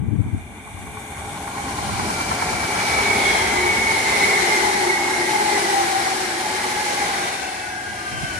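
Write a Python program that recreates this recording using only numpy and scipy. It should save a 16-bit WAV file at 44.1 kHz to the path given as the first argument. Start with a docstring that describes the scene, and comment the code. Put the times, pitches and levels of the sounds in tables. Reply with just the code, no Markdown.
"""Wind buffets a two-port microphone beside a railway; then an electric train, braking gently, runs past.
It passes 7 m away at its nearest. Rolling noise and air hiss are shaped noise sent from the bogies.
Whines are fuzzy tones that drop in pitch as they pass; two front wheels slap on a flat spot and ring.
Wind is lumpy low noise, unrelated between the ports, which gusts again as the train leaves."""
import sys
import numpy as np
from scipy import signal
from scipy.fft import rfft, irfft, next_fast_len
from scipy.io import wavfile
from scipy.ndimage import uniform_filter1d

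SR = 44100
rng = np.random.default_rng(int(sys.argv[2]) if len(sys.argv) > 2 else 0)


def wrap_up_sound(samples):
    """Save the sound to the file named by the first command line argument, as 16-bit audio."""
    columns = np.atleast_2d(samples).T
    # keep every value between -1 and 1, then stretch to whole-number steps
    tamed = np.clip(columns, -1, 1)
    steps = np.round(tamed * 32767).astype(np.int16)
    wavfile.write(sys.argv[1], SR, steps)


N = 369999

# Place: m/s at the start, m/s lost each second, nearest distance in m
START_SPEED, BRAKING, TRACK_M = 24., .38, 7.
# Microphone: radians between track and microphone axis, longest delay between ports in s, top of the band
AIM_RAD, PORT_DELAY_S, EDGE_HZ = 0.46, 0.00042, 15650
# left minus right port: f/Hz, level/dB
PORT_COLOUR = [(60, -2), (99, 2), (160, 1), (270, 1), (450, 3), (740, 1), (1220, 2.5), (1500, 0.5),
               (1650, 3.5), (2010, -4), (3330, 5.5), (5500, -0.5), (9080, 7), (15000, 5)]
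# phase by which the left port leads by itself: f/Hz, phase/rad
PORT_PHASE = [(100, 0), (380, -.2), (520, -.6), (820, -.3), (1000, -1.3), (1200, -2), (1450, -1),
              (1750, -.7), (1950, .9), (2200, .9), (2600, 1), (5000, 0)]
# share of the delay between ports that shows: f/Hz, share
DELAY_SHARE = [(300, .7), (520, .45), (820, .6), (1000, .1), (1200, .3), (1450, 1), (1750, 1), (1900, .25),
               (2700, .2), (12000, .12)]
# likeness of the ports for one bogie: f/Hz, likeness (held to 0..1)
PORT_LIKENESS = [(60, 0.99), (250, 1), (700, 0.8), (1600, 0.36), (2100, 0.44), (2700, 0.26), (4000, 0.029),
                 (12000, 0.086)]

# wind on the ports: middle t/s, half length/s, level/dB, left minus right/dB
GUSTS = [(0.02, 0.044, -23, 8), (0.077, 0.017, -22, 12), (0.14, 0.029, -23.5, 15), (0.18, 0.21, -32, 9),
         (0.204, 0.026, -23, 14), (0.266, 0.015, -22, -2), (0.346, 0.032, -23, 9), (0.403, 0.033, -37, 3),
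         (0.512, 0.033, -41.5, 10), (0.795, 0.18, -40, -2), (1.297, 0.13, -43, -2), (1.95, 0.13, -33, -10),
         (2.542, 0.035, -38, 12), (7.917, 0.044, -43, -5.5), (8.135, .03, -37.5, -5),
         (8.194, 0.033, -38, 7), (8.238, 0.012, -28, -15), (8.37, .03, -41, 12)]
# wind spectrum: f/Hz, relative level per Hz/dB
WIND_COLOUR = [(15, -55), (25, -27), (73, -5), (102, -5.5), (325, -18.5), (397, -35), (430, -26.5),
               (460, -36), (600, -52), (780, -82), (1320, -120)]
BREEZE_DB = -64  # between the gusts

# wheels with a flat spot: first slap t/s, no slap from t/s, first turn/s, abreast t/s, level abreast/dB
FLAT_WHEELS = [(0.672, 2.86, .0982, 2.28, -15.5), (2.986, 3.3, .114, 2.94, -14)]
# ringing modes of a wheel, before motion shifts them: f/Hz, relative level/dB, t60/s
WHEEL_MODES = [(825, -2, 0.041), (1000, 6.5, 0.035), (1360, -3, 0.03), (1760, -4, 0.029),
               (3200, -24, 0.011), (4260, -11, 0.011)]
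TURN_GROWS_S, FLAT_SPREAD_DB = .00055, 2.5  # each turn longer by this; spread of slap strength
FLAT_FADE = 1.4  # power of distance

# motor, gear and wheel whines: abreast t/s, f there/Hz, fuzz/Hz, loudest level/dB, loudest this far ahead/m,
# loss before/dB per m, loss after/dB per m (either loss is at least .1)
WHINES = [(2.3, 392, 10, -44.5, 24, 0.2, 0), (2.05, 988, 56, -36, 2.5, 1, 0.5),
          (2.45, 740, 36, -34, 16, .5, .2), (2.997, 2196, 180, -31, -3.5, 1, -0.5),
          (3.35, 1740, 55, -36, 2.5, 3, 1), (3.1, 1280, 17, -36, 0.5, 0.2, 0),
          (3.4, 2130, 46, -22.5, 4.5, 1, .55), (3.32, 3300, 380, -32, 0, 2, 2),
          (3.4, 2135, 16, -35, 24, .5, 1.5), (3.25, 2190, 170, -28, 1, 1.2, 1.2),
          (4.35, 2100, 170, -28, 0, 1, 1), (3.33, 789, 32, -29.5, 3, 1, 1.4),
          (3.5, 835, 17, -33, -3, 0.74, -1), (3.4, 378, 11, -30, -3.5, .6, 1.6),
          (3.55, 410, 9, -34, -3, .4, 1.5), (4.1, 2090, 35, -25.5, 4.5, 0.7, 0.1),
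          (4.298, 845, 9.4, -30, 3.5, 0.5, 7), (4.25, 370, 10, -31, -5, 1.2, 1),
          (4.33, 402, 8, -31.5, -5, .8, 1.5), (4.8, 1680, 90, -35, 2.5, 0.2, -2.5),
          (4.67, 2060, 46, -22, 5.5, .5, 1.9), (4.67, 2060, 36, -34, -8, 1, .4),
          (4.73, 832, 22, -25, 0.5, 1.5, 1), (4.7, 368, 8, -29.5, -7, 1.2, 1),
          (4.9, 397, 8, -32.5, -8, .3, 2), (5.45, 364, 7, -31.5, -7, 1.2, .8),
          (5.6, 2020, 30, -26.5, 13.5, 2.2, 1.8), (5.6, 2020, 50, -27.5, 0, .6, 1.1),
          (5.6, 2020, 14, -36, -20, .4, 1), (5.72, 808, 30, -20.5, 5.5, 1.2, 1.2),
          (5.72, 808, 30, -22, -3, 1, 1.5), (5.1, 372, 57, -33.5, 0, .15, 0.15),
          (5.651, 397, 9.4, -34, 1.5, 1.9, 0), (6.2, 1610, 48, -35.5, 1.5, 0.5, 2),
          (7.25, 2745, 38, -41, -6.5, 2, 2.5), (6.6, 3100, 70, -42, 0, 2, 2),
          (7.3, 3650, 140, -40.5, 0, 1, 2), (7.33, 785, 32, -25.5, 10, 1, .75),
          (7.3, 1955, 44, -34.5, 5, .4, .9), (7.3, 1560, 32, -33, -3.5, .3, .9),
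          (8.25, 699.5, 100, -40.5, 11.5, 2, 0), (8.3, 775, 32, -39, 9, 0.7, 2),
          (8.4, 320, 80, -42.5, 2, 1, 1), (8.3, 1915, 30, -41, 10.5, 2, 1),
          (8.22, 2700, 45, -44, 0, 1.5, .5), (8.35, 2110, 50, -47, 4, 0, 6),
          (8.3, 1524, 20, -34, 8, 2, 1.8), (8.3, 1524, 32, -28.5, .5, 1.6, 1.4),
          (8.38, 1145, 17, -40, 4, 2, 3), (8.301, 3055, 60, -42.5, 1, 2, 3)]
# loss at the right port for a whine square to the left port: f/Hz, loss/dB
SHADE = [(400, 0.5), (800, 2.5), (1500, 9), (2100, 4), (4000, 3)]
# phase the left port gains once a whine is behind the microphone body: f/Hz, phase/rad
BEHIND_PHASE = [(1700, 0), (1900, 2.9), (2400, 2.9), (2700, 0)]
SHADE_SHARP = 4  # power of the bearing: how narrow that shadow is
BEHIND_M, BEHIND_SPAN_M = 5.5, 1.5  # metres past abreast, and how gradually
BREAK_DB = 1  # spread of level as each whine comes and goes in short patches
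BEAM_M = 2.5  # how rounded the top of each beam is
REACH_M, BEYOND_DB_PER_M = 22, 0.48  # past this distance along the track every whine fades faster

# bogies: abreast t/s, relative strength/dB
BOGIES = [(1.9, -12), (3.0, -6), (3.4, -1), (4.25, 1.5), (4.65, -4.5), (5.4, -6), (5.7, 2.5), (6.799, 5.5),
          (7.3, 7), (8.3, 1), (8.75, 5.5)]
# whole train: t/s, air hiss level/dB, rolling above the hiss/dB
RUSH_LEVELS = [(0.05, -59, 5), (0.186, -56, 1.5), (0.791, -46, -3), (1.84, -33.5, -4), (2.16, -31.5, -5.5),
               (2.61, -32, -3), (2.86, -29, -3.5), (3.37, -28, -2.5), (3.55, -29.5, -3.5),
               (3.75, -31, -3.5), (4.18, -27.5, -3), (4.6, -27, -5), (4.8, -29, -5), (5.02, -31, -4.5),
               (5.3, -29.5, -4.5), (5.62, -28, -4.5), (5.95, -29, -5.5), (6.27, -31, -5.5),
               (6.46, -31.5, -5), (6.88, -29.5, -4.5), (7.25, -32, -3), (7.76, -39.5, -7),
               (8.27, -37.5, -5.5), (8.39, -36.5, -7.5)]
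# low bands: t/s, boom level/dB, rumble level/dB
LOW_LEVELS = [(0, -41, -46), (1, -42, -46), (1.4, -38.5, -39.5), (1.9, -34.5, -33.5), (2.5, -36.5, -35),
              (3.3, -34.5, -38.5), (3.7, -36, -39), (4.2, -45, -43.5), (5, -48, -44), (5.8, -55, -48),
              (6.6, -48, -49), (7.3, -49.5, -51), (7.9, -45.5, -48), (8.39, -40, -46)]
# spectra of boom and rumble: f/Hz, relative level per Hz/dB
BOOM_COLOUR = [(15, -57), (25, -27), (41, 3), (54, 7), (102, 6), (130, -15), (170, -31), (290, -120)]
RUMBLE_COLOUR = [(59, -32), (100, -19), (145, 0), (270, 1), (312, -5.5), (340, -3), (440, -9), (750, -120)]
# rolling while approaching (the ground echo carves notches), with the front cars alongside,
# and with the quieter rear cars: f/Hz, relative level per Hz/dB
ROLL_FAR = [(150, -37), (250, -39.5), (371, -20), (417, -20.5), (619, -10), (826, -3), (1080, -10.5),
            (1120, -5.5), (1190, -14.5), (1290, -15.5), (1420, -14), (1580, -9.5), (1780, -21), (2300, -8),
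            (2610, -24.5), (3200, -22), (4160, -65), (7040, -120)]
ROLL_NEAR = [(120, -56), (200, -10.5), (322, -14.5), (379, -9), (483, -12.5), (623, -12), (824, -2),
             (958, -9.5), (1150, -9), (1320, -12.5), (1600, -9.5), (1830, -11), (2160, -6.5), (2340, -9),
             (2600, -17), (3200, -19), (4160, -18.5), (7040, -120)]
ROLL_REAR = [(120, -42), (200, -20), (287, -12), (345, -3.5), (506, -14.5), (616, -8.5), (795, -1.5),
             (873, -10), (1170, -8.5), (1290, -21), (1540, 4.5), (1860, -8.5), (2260, -2.5), (2570, -9),
             (3200, -12), (4160, -40), (7040, -120)]
# air hiss while approaching, and alongside: f/Hz, relative level per Hz/dB
HISS_FAR = [(1410, -26), (2400, 5.5), (2570, -32), (2800, -9), (3030, -23), (3200, -12), (3400, -14),
            (3540, -3.5), (3700, -14), (3900, -19), (4500, -19.5), (4850, -32), (5100, -21), (5400, -33),
            (5600, -17.5), (6400, -16.5), (6760, -12), (7560, -22.5), (8290, -4.5), (8550, -13),
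            (8800, -20), (9100, -31), (9400, -19), (9800, -27), (10050, -11), (10500, -17), (10850, -26),
            (11100, -29), (11500, -33), (15000, -49), (22000, -120)]
HISS_NEAR = [(1410, -9), (2400, -38), (2680, -15), (3000, -8.5), (3370, -14), (4190, -5), (4870, -8.5),
             (5410, -6.5), (7320, -11), (9140, -12.5), (9760, -9.5), (11500, -25), (15000, -51),
             (22000, -120)]
# sizzle at the top while approaching, and alongside: f/Hz, relative level per Hz/dB
SIZZLE_FAR = [(6470, -15), (9800, 1), (11000, 4), (12100, -23), (12500, -1), (13200, -7), (13600, -22),
              (15500, -33)]
SIZZLE_NEAR = [(6470, -9.5), (11000, -12.5), (15500, -30)]
# one colour gives way to the next: t/s, span/s
ROLL_ARRIVES, HISS_ARRIVES, REAR_ARRIVES = (2.3, 0.27), (1.53, 0.21), (7.76, 0.48)
# above the hiss; alongside, the sizzle swings further than the hiss, and the near value holds at the pivot
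SIZZLE_FAR_DB, SIZZLE_NEAR_DB = -12.5, -17.5
SIZZLE_SWING, SIZZLE_PIVOT_DB = 0.2, -30.5
HOP, SIZE = 256, 1024  # samples between noise frames, samples in a frame


def gain_of(db):
    """Turn dB into gain."""
    return 10 ** (np.asarray(db) / 20)


def read(points, hz):
    """Read a spectrum table at the given frequencies, straight along log frequency."""
    f, value = np.transpose(points)
    return np.interp(np.log(hz + 1), np.log(f + 1), value)


def band_gain(table, hz, lo, hi):
    """Gains of a spectrum whose power between lo and hi sums to 1."""
    g = gain_of(read(table, hz))
    return g / np.linalg.norm(g[(hz > lo) & (hz < hi)])


def complex_noise(*shape):
    """Complex noise of power 1."""
    pairs = rng.standard_normal((*shape, 2), np.float32)
    return pairs.view(np.complex64)[..., 0] * np.float32(np.sqrt(.5))


def smooth_noise(shape, width, axis=-1):
    """Slow random drift: noise averaged twice over a window, scaled to a spread of 1."""
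    drift = rng.standard_normal(shape)
    for _ in range(2):
        drift = uniform_filter1d(drift, width, axis)
    return drift / drift.std()


def blend(first, then, when, t):
    """Let one gain give way to the next, evenly in dB, along an S-curve in time."""
    middle_s, span_s = when
    share = 1 / (1 + np.exp((middle_s - t[:, None]) / span_s))
    return first ** (1 - share) * then ** share


def sight(abreast_s, t):
    """Metres still ahead, distance, pitch factor and left-port delay of a point on the train."""
    speed, speed_abreast = START_SPEED - BRAKING * t, START_SPEED - BRAKING * abreast_s
    ahead = (abreast_s - t) * (speed + speed_abreast) / 2
    distance = np.hypot(ahead, TRACK_M)
    doppler = 1 / (1 - speed * ahead / distance / 343)
    pitch = speed / speed_abreast * doppler
    delay = PORT_DELAY_S * np.sin(np.arctan2(TRACK_M, ahead) - AIM_RAD)
    return ahead, distance, pitch, delay


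def wind():
    """Turbulence on the ports: lumpy low noise, unrelated between them, swelling in short gusts."""
    size = next_fast_len(N)
    t, hz = np.arange(N) / SR, np.fft.rfftfreq(size, 1 / SR)
    white = rng.standard_normal((2, size))
    noise = irfft(rfft(white) * gain_of(read(WIND_COLOUR, hz)), size)[:, :N]
    noise *= gain_of(2.0 * smooth_noise((2, N), 600))
    power = gain_of(BREEZE_DB) ** 2
    for middle_s, half_s, db, pan_db in GUSTS:
        port_gain = gain_of([[db + pan_db / 2], [db - pan_db / 2]])
        power = power + port_gain ** 2 * np.exp(-2 * ((t - middle_s) / half_s) ** 2)
    return noise / noise.std() * np.sqrt(power)


def wheel_flat():
    """Each slap of a flat spot, once a turn of the slowing wheel, rings the wheel briefly."""
    out, t = np.zeros((2, N)), np.arange(4000) / SR
    turns = np.arange(24)
    for first_s, last_s, turn_s, abreast_s, db in FLAT_WHEELS:
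        slaps = first_s + turn_s * turns + TURN_GROWS_S * turns ** 2 / 2
        for slap_s in slaps[slaps < last_s]:
            _, distance, pitch, delay = sight(abreast_s, slap_s)
            ring = np.zeros(len(t))
            for f, mode_db, t60 in WHEEL_MODES:
                phase = rng.uniform(0, 2 * np.pi)
                ring += gain_of(mode_db - 60 * t / t60) * np.sin(2 * np.pi * f * pitch * t + phase)
            ring *= gain_of(db + FLAT_SPREAD_DB * rng.standard_normal())
            ring *= (TRACK_M / distance) ** FLAT_FADE
            ring *= 1 - np.exp(-t / 0.0022)  # soft onset
            for port, late_s in enumerate((delay, 0)):
                at = round((slap_s + late_s) * SR)
                out[port, at:at + len(t)] += ring
    return out


def whines():
    """Fuzzy tones tied to wheel speed and shifted by the motion; each beams its own way and fades far off."""
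    slow, out = np.arange(0, N / SR + 1, 1 / 800), np.zeros((2, N))
    for abreast_s, hz, fuzz_hz, db, top_m, before, after in WHINES:
        ahead, _, pitch, delay = sight(abreast_s, slow)
        pole = np.exp(-1.5 * np.pi * fuzz_hz * slow[1])
        waver = signal.lfilter([1], np.poly([pole, pole]), complex_noise(3, len(slow)))
        waver /= waver.std()
        ports = 0.41 + 0.72 * waver[0] + 0.41 * waver[1:]  # a steady core, shared fuzz, scattered fuzz
        pitch *= 1 + 0.00301 * smooth_noise(len(slow), 64)  # wheels creep and sway

        ports[0] *= np.exp(-2j * np.pi * hz * pitch * delay * read(DELAY_SHARE, hz))
        bearing = np.maximum(delay / PORT_DELAY_S, 0)
        ports[1] *= gain_of(-read(SHADE, hz) * bearing ** SHADE_SHARP)
        behind = 1 / (1 + np.exp(np.minimum((ahead + BEHIND_M) / BEHIND_SPAN_M, 50)))
        ports[0] *= np.exp(1j * read(BEHIND_PHASE, hz) * behind)

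        off_m = np.hypot(ahead - top_m, BEAM_M) - BEAM_M
        level_db = db - np.maximum(np.where(ahead > top_m, before, after), .1) * off_m
        level_db -= BEYOND_DB_PER_M * np.maximum(abs(ahead) - REACH_M, 0)
        ports *= np.sqrt(2) * gain_of(level_db + BREAK_DB * smooth_noise(len(slow), 60))

        heard = slow[level_db > -66]
        at = np.arange(round(heard[0] * SR), min(round(heard[-1] * SR), N))
        tone_hz = np.interp(at / SR, slow, hz * pitch)
        turn = np.exp(2j * np.pi * np.cumsum(tone_hz) / SR)
        for k in range(2):
            out[k, at[0]:at[-1] + 1] += (np.interp(at / SR, slow, ports[k]) * turn).real
    return out


def bogie_noise(t, hz):
    """Every bogie sends its own noise from its own direction; ballast and the far wall scatter the rest."""
    shape = len(t), len(hz)
    direct, power = np.zeros((2, *shape), np.complex64), 0
    for abreast_s, db in BOGIES:
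        _, distance, _, delay = sight(abreast_s, t)
        g = gain_of(db) / distance ** 1.09
        z = g[:, None] * complex_noise(*shape)
        lag = np.complex64(-2j * np.pi * delay[:, None] * hz * read(DELAY_SHARE, hz))
        direct[0] += z * np.exp(lag)
        direct[1] += z
        power = power + g ** 2
    like = np.clip(read(PORT_LIKENESS, hz), 0, 1)
    return np.sqrt(like / power[:, None]) * direct + np.sqrt(1 - like) * complex_noise(2, *shape)


def rush_power(t, hz):
    """Power of boom, rumble, rolling, hiss and sizzle added up, each spectrum following its own level."""
    (s, *high), (low_s, *low) = np.transpose(RUSH_LEVELS), np.transpose(LOW_LEVELS)
    air, roll = (gain_of(np.interp(t, s, c))[:, None] for c in high)
    boom, rumble = (gain_of(np.interp(t, low_s, c))[:, None] for c in low)
    power = (boom * band_gain(BOOM_COLOUR, hz, 40, 110)) ** 2
    power = power + (rumble * band_gain(RUMBLE_COLOUR, hz, 110, 280)) ** 2

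    far, near, rear = (band_gain(c, hz, 1050, 1500) for c in (ROLL_FAR, ROLL_NEAR, ROLL_REAR))
    front = blend(far, near, ROLL_ARRIVES, t)
    power += (air * roll * blend(front, rear, REAR_ARRIVES, t)) ** 2

    far, near = (band_gain(c, hz, 2700, 10500) for c in (HISS_FAR, HISS_NEAR))
    power += (air * blend(far, near, HISS_ARRIVES, t)) ** 2

    swing = (air / gain_of(SIZZLE_PIVOT_DB)) ** SIZZLE_SWING
    near_gain = gain_of(SIZZLE_NEAR_DB) * swing
    sizzle = air * blend(gain_of(SIZZLE_FAR_DB), near_gain, HISS_ARRIVES, t)
    far, near = (band_gain(c, hz, 11000, 15600) for c in (SIZZLE_FAR, SIZZLE_NEAR))
    return power + (sizzle * blend(far, near, HISS_ARRIVES, t)) ** 2


def rush():
    """The body of the train: bogie noise coloured frame by frame, stirred in patches and all bands together."""
    frames, hz = N // HOP + 5, np.fft.rfftfreq(SIZE, 1 / SR)
    t = np.arange(frames) * HOP / SR
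    power = rush_power(t, hz)
    patches = uniform_filter1d(uniform_filter1d(rng.standard_normal(power.shape), 12, 0), 14, 1)
    flutter = uniform_filter1d(rng.standard_normal(frames), 5)  # axles and gaps stir all bands together
    stir_db = 0.84 * patches / patches.std() + .5 * flutter[:, None] / flutter.std()
    # the 3 makes up for power that unrelated frames lose where they overlap
    z = bogie_noise(t, hz) * np.sqrt(3 * power) * gain_of(stir_db)
    return signal.istft(z.swapaxes(1, 2), nperseg=SIZE, noverlap=SIZE - HOP)[1][:, :N]


def scene():
    """All sources at the two ports."""
    return wind() + wheel_flat() + whines() + rush()


def record(dry):
    """The ports differ in colour and phase and lose the deepest bass; then the band limit."""
    size = next_fast_len(N + SIZE)
    hz = np.fft.rfftfreq(size, 1 / SR)
    bass_cut = 1 / np.sqrt(1 + (56 / (hz + 1)) ** 8)
    gain = gain_of(np.outer([.5, -.5], read(PORT_COLOUR, hz))) * bass_cut + 0j
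    gain[0] *= np.exp(1j * read(PORT_PHASE, hz))
    coloured = irfft(rfft(dry, size) * gain, size)[:, :N]
    low_pass = signal.firwin(1023, EDGE_HZ, window=("kaiser", 9), fs=SR)
    return signal.oaconvolve(coloured, low_pass[None], "same")


dry = scene()
out = record(dry)
wrap_up_sound(out)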